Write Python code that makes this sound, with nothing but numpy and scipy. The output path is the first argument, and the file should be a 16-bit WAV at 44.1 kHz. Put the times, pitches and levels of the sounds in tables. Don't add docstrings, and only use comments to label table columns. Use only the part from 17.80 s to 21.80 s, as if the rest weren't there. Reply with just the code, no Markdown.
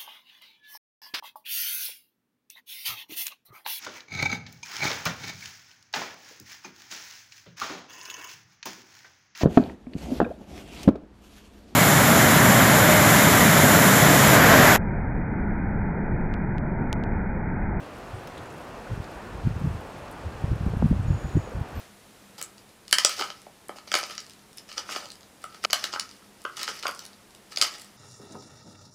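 import sys
import numpy as np
from scipy import signal
from scipy.io import wavfile
from scipy.ndimage import uniform_filter1d

SR = 44100
rng = np.random.default_rng(int(sys.argv[2]) if len(sys.argv) > 2 else 0)


def boost(x):
    u = np.asarray(x, float) / 20
    return 10 ** u


def master_out(mix):
    frames = np.transpose(np.atleast_2d(mix))
    ceiling = np.clip(frames, -1, 1)
    pcm = np.round(ceiling * 32767).astype(np.int16)
    wavfile.write(sys.argv[1], SR, pcm)


N = 176400


def rms_one(x):
    return x / np.sqrt(np.mean(x ** 2) + 1e-20)


def drift(rate_hz):
    pole = np.exp(-2 * np.pi * rate_hz * 40 / SR)
    noise = rng.standard_normal(N // 40 + 2002)
    slow = signal.lfilter([1], [1, -2 * pole, pole ** 2], noise)[2000:]
    return np.interp(np.arange(N) / 40, np.arange(len(slow)), rms_one(slow))


def band(x, low_hz, high_hz):
    sos = signal.butter(2, [low_hz, min(high_hz, .45 * SR)], "band", fs=SR, output="sos")
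    return signal.sosfilt(sos, x)


def banded_noise(spectrum, patchy_db, shared):
    hz, db = np.transpose(spectrum)
    octaves = np.log2(min(1.4 * hz[-1], 22000) / hz[0])
    edges = hz[0] * 2 ** np.arange(0, octaves, 1 / 3)
    together = drift(9)
    white = rng.standard_normal((2, N + SR // 2))
    out = 0
    for k, (low, high) in enumerate(zip(edges, edges[1:])):
        level = np.interp(np.log(low * high) / 2, np.log(hz), db)
        flicker = patchy_db * (shared * together + drift(6.1))
        out = out + boost(level + flicker) * band(white[k % 2], low, high)[-N:]
    return rms_one(out)


def eddies(rows):
    core_spread, wake_spread = 0.32, 1.72
    wake_db, flutter_db = -22, -14.5
    sag = 0.31
    out = np.zeros(N)
    flutter = band(rng.standard_normal(N), 35, 201.5)
    flutter = rms_one(band(flutter, 35, 201.5))
    for (s, db, hz, length), chance in zip(rows, rng.random(len(rows))):
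        i = np.arange(max(int((s - .08) * SR), 0), min(int((s + .08) * SR), N))
        t = i / SR - s
        core = np.exp(-.5 * (t / (core_spread * length)) ** 2)
        wake = np.exp(-.5 * (t / (wake_spread * length)) ** 2)
        cycles = np.cumsum(hz * (1 + sag * (core - .7))) / SR
        start_turn = 0.12 + 0.4 * (chance - .5)
        swirl = np.cos(2 * np.pi * (cycles - cycles[np.argmax(core)] + start_turn))
        turbulence = (boost(wake_db) * wake + boost(flutter_db) * core) * flutter[i]
        out[i] += boost(db + 1) * (core * swirl + turbulence)
    return out


def first_eddies():
    # t/s, peak level/dB, swirl f/Hz, length/s
    early = [(0.346, -33, 98, 0.037), (1.115, -26.5, 135, 0.013), (1.132, -27, 104, 0.023),
             (1.179, -23.5, 116, 0.0075), (1.203, -27, 105, 0.009), (1.53, -40, 118, 0.025),
             (1.556, -30, 73, 0.021), (1.657, -21.5, 86, 0.029), (1.674, -12, 124, 0.0057),
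             (1.71, -25, 124, 0.012), (1.735, -31, 101, 0.019), (1.765, -21.5, 78, 0.02),
             (1.818, -23, 167, 0.007), (1.848, -19.5, 139, 0.019), (1.876, -15, 117, 0.0094),
             (1.896, -45, 153, 0.019), (1.914, -23.5, 90, 0.028), (1.937, -37, 98, 0.011),
             (1.953, -27, 93, 0.013), (1.993, -30, 93, 0.016), (2.468, -27.5, 81, 0.039),
             (2.561, -33, 79, 0.023), (2.602, -36, 95, 0.015), (2.627, -47, 99, 0.024),
             (2.644, -16, 82, 0.0099), (2.685, -25, 81, 0.025), (2.715, -15.5, 120, 0.01),
             (2.733, -17.5, 112, 0.0095), (2.76, -27, 89, 0.016)]
    # t/s, peak level/dB, swirl f/Hz, length/s
    late = [(2.811, -17.5, 98, 0.0075), (2.835, -20.5, 81, 0.01), (2.866, -15, 107, 0.0057),
            (2.886, -31, 91, 0.026), (2.907, -32, 110, 0.061), (2.938, -21, 96, 0.01),
            (2.971, -18.5, 125, 0.007), (3, -25, 74, 0.026), (3.028, -12, 165, 0.008),
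            (3.058, -5, 165, 0.011), (3.119, -18, 122, 0.018), (3.17, -19, 85, 0.018),
            (3.202, -16, 105, 0.017), (3.223, -26, 117, 0.0086), (3.255, -21.5, 112, 0.026),
            (3.288, -34, 94, 0.012), (3.308, -12, 91, 0.012), (3.33, -21, 115, 0.021),
            (3.37, -30, 119, 0.013), (3.449, -19.5, 103, 0.01), (3.468, -32.5, 121, 0.025),
            (3.570, -9, 150, 0.014), (3.606, -47, 83, 0.041), (3.767, -25, 94, 0.0083),
            (3.791, -27, 130, 0.01), (3.815, -19.5, 88.7, 0.01), (3.969, -26, 75, 0.027)]
    # t/s, peak level/dB, swirl f/Hz, length/s
    late_more = [
        (3.128, -29, 520, 0.0044),
        (3.046, -13, 175, 0.011),
        (3.124, -11, 47, 0.011),
        (3.114, -11.5, 204, 0.01),
        (3.572, -16, 292, 0.0072),
        (3.558, -14, 70, 0.0069),
        (3.752, -27, 56, .014),
    ]
    return eddies(early + late + late_more)


def more_eddies():
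    # t/s, peak level/dB, swirl f/Hz, length/s
    further = [(.385, -36, 99, 0.021), (.6, -41, 85, 0.03), (1.225, -36, 100, .012),
               (1.375, -40.5, 50, .035), (1.59, -36, 55, 0.035), (2.639, -27, 275, 0.0061),
               (2.72, -27.5, 300, 0.0073), (2.878, -17, 60, 0.015), (2.885, -30.5, 330, .006),
               (2.92, -29, 100, 0.015), (2.937, -30, 454, .006), (2.948, -29, 220, 0.01),
               (3.0248, -11, 430, .0012), (3.073, -32, 109, .012), (3.136, -22.5, 170, .008),
               (3.285, -21.5, 100, 0.011), (3.308, -30.5, 280, 0.0064), (3.35, -21, 96, 0.026),
               (3.455, -25, 75, .022), (3.495, -35, 90, .02), (3.562, -22, 110, 0.014), (1.69, -30, 70, .02),
               (1.86, -29, 275, 0.0084), (1.668, -32.5, 297, .006), (3.59, -24, 94, 0.024),
               (3.65, -39, 60, 0.033), (3.781, -25.5, 60, 0.024), (3.955, -32, 114, 0.017),
               (3.991, -26, 88.6, 0.013)]
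    return eddies(further)


def churn():
    # t/s, level/dB
    gust = [(0, -72), (.3, -52), (.35, -42), (.43, -70), (1.05, -52), (1.15, -30), (1.27, -60), (1.5, -50),
            (1.7, -37), (1.97, -40), (2.06, -56), (2.6, -49), (2.72, -37), (3.33, -39), (3.4, -48),
            (3.65, -41), (3.9, -58), (4, -37)]
    # f/Hz, spectral level/dB per Hz
    churn_colour = [(12, -36), (20, -37), (44, 11.5), (113, -9), (225, -24.5), (400, -22), (520, -29),
                    (880, -120)]
    s, db = np.transpose(gust)
    wind_db = np.interp(np.arange(N) / SR, s, db)
    return boost(wind_db) * banded_noise(churn_colour, patchy_db=2.0, shared=.7)


def plops():
    # t/s, level/dB, f/Hz
    drops = [
        (3.674, -29.5, 470),
        (3.718, -30, 457),
        (3.752, -39, 600),
    ]
    out, t = np.zeros(N), np.arange(SR // 20) / SR
    for s, db, hz in drops:
        tone = np.sin(2 * np.pi * hz * t * (1 + 6 * t))
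        out[int(s * SR):int(s * SR) + len(t)] += boost(db - 60 * t / 0.042) * tone
    return out


def ticks():
    # t/s, level/dB, centre f/Hz, decay/s
    snaps = [(0.183, -55, 12000, .006), (.338, -58, 8800, 0.07), (.433, -57, 11500, .008),
             (.472, -43.5, 2900, 0.0095), (0.471, -45, 5540, 0.011), (0.4717, -48, 10500, 0.007),
             (0.572, -44, 3600, 0.024), (.578, -49, 9000, 0.0054), (.657, -50, 7500, .006),
             (.697, -54, 7000, .02), (.846, -59, 14000, .016), (.881, -59, 13500, .008),
             (1.113, -58, 13000, .004), (1.222, -55, 12000, .004), (1.242, -43, 4700, 0.004),
             (1.312, -57, 11500, .012), (1.67, -54, 11500, .005), (2.004, -56, 12000, .015),
             (2.28, -47, 5000, .006), (2.312, -45, 11200, 0.0056), (2.321, -54.5, 9000, 0.023),
             (2.52, -56, 4500, .03), (2.758, -55, 10500, .006), (2.856, -54, 11000, 0.0055),
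             (2.97, -60, 11400, 0.026), (3.155, -56, 6030, .008), (0.725, -55, 9800, .005),
             (3.884, -58, 12300, .012), (3.904, -55, 11500, .005), (3.92, -55, 11500, .005),
             (3.535, -60, 9000, .02), (3.695, -61, 13000, .006), (3.8, -62, 13000, .012),
             (3.962, -52, 7000, .005), (.472, -48, 14000, .005), (.472, -51, 4000, .008),
             (1.243, -50, 7500, .004), (3.225, -57, 8000, 0.018)]
    snap_s = 0.004
    pole = np.exp(-2 * np.pi * 4000 / SR)
    out, t = np.zeros(N + SR), np.arange(SR // 10) / SR
    for (s, db, hz, decay), noise in zip(snaps, rng.standard_normal((len(snaps), SR // 10))):
        half_width = 0.37 * (snap_s / decay) ** 0.36
        dulled = signal.lfilter([1], [1, -pole], noise)
        ring = rms_one(band(dulled, hz * 2 ** -half_width, hz * 2 ** half_width))
        rise_s = 0.0011 * max(decay / snap_s, 1)
        envelope = np.exp(-2 * t / decay) * np.minimum(t / rise_s, 1)
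        out[int(s * SR):int(s * SR) + len(t)] += boost(db + 1.5) * ring * envelope
    return out[:N]


def rustle():
    crackles_per_s = 600 * boost(3.5 * drift(14))
    born = rng.random(N) < crackles_per_s / SR
    sizes = boost(2.9 * np.minimum(rng.exponential(1, N), 2)) * born
    bursts = signal.lfilter([1], [1, -.985], sizes) * rng.standard_normal(N)
    return boost(-69.5) * rms_one(band(bursts, 5500, 13000))


def insects():
    # start t/s, end t/s, f/Hz, level/dB, waver width/Hz
    buzzes = [
        (3.27, 3.725, 6810, -62, 115),
        (3.944, 4.102, 11980, -61, 150),
    ]
    out, t = 0, np.arange(N) / SR
    for start, end, hz, db, waver_hz in buzzes:
        progress = (t - start) / (end - start)
        arch = 70 * np.sin(np.pi * progress * 1.3)
        pitch = hz + waver_hz * drift(300) + arch
        tone = np.sqrt(2) * np.sin(2 * np.pi * np.cumsum(pitch) / SR)
        gate = np.clip(np.minimum(t - start, end - t) / .012, 0, 1)
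        fade_db = 8 * progress.clip(0, 1) ** 6
        throb_db = 4.2 * drift(45)
        out = out + gate * boost(db - fade_db + throb_db) * tone
    return out


def leaves():
    # f/Hz, spectral level/dB per Hz
    leaf_colour = [(880, -21.5), (1500, 0), (1900, -5.5), (2450, -2.5), (2780, -7), (8700, -19),
                   (15700, -31)]
    return boost(-51.5) * banded_noise(leaf_colour, patchy_db=.4, shared=.9)


def far_traffic():
    # f/Hz, spectral level/dB per Hz
    far_colour = [(15, -39), (25, -7), (103, -2), (189, -4), (594, -4.5), (1170, -9), (1800, -17.5),
                  (2340, -50), (3960, -120)]
    return boost(-41) * banded_noise(far_colour, patchy_db=0.78, shared=0.11)


def scene():
    wind = first_eddies() + more_eddies() + churn()
    near = plops() + ticks() + rustle() + insects()
    return (wind + near + leaves() + far_traffic())[None]


def top_cut(x):
    return signal.sosfilt(signal.butter(12, 15830, fs=SR, output="sos"), x)


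def record(dry):
    limit, duck_from_db, duck_share, recover_db_per_s = 1.6, -8, 0.29, 43
    low_cut = signal.butter(1, 18, "high", fs=SR, output="sos")
    dry = limit * np.tanh(signal.sosfilt(low_cut, dry) / limit)
    level_db = 10 * np.log10(uniform_filter1d(dry[0] ** 2, size=441) + 1e-12)
    over = np.maximum(level_db - duck_from_db, 0)
    fall = recover_db_per_s * np.arange(N) / SR
    held = np.maximum.accumulate(over + fall) - fall
    duck = uniform_filter1d(held, size=441)
    return top_cut(dry * boost(-duck_share * duck))


dry = scene()
out = record(dry)
master_out(out)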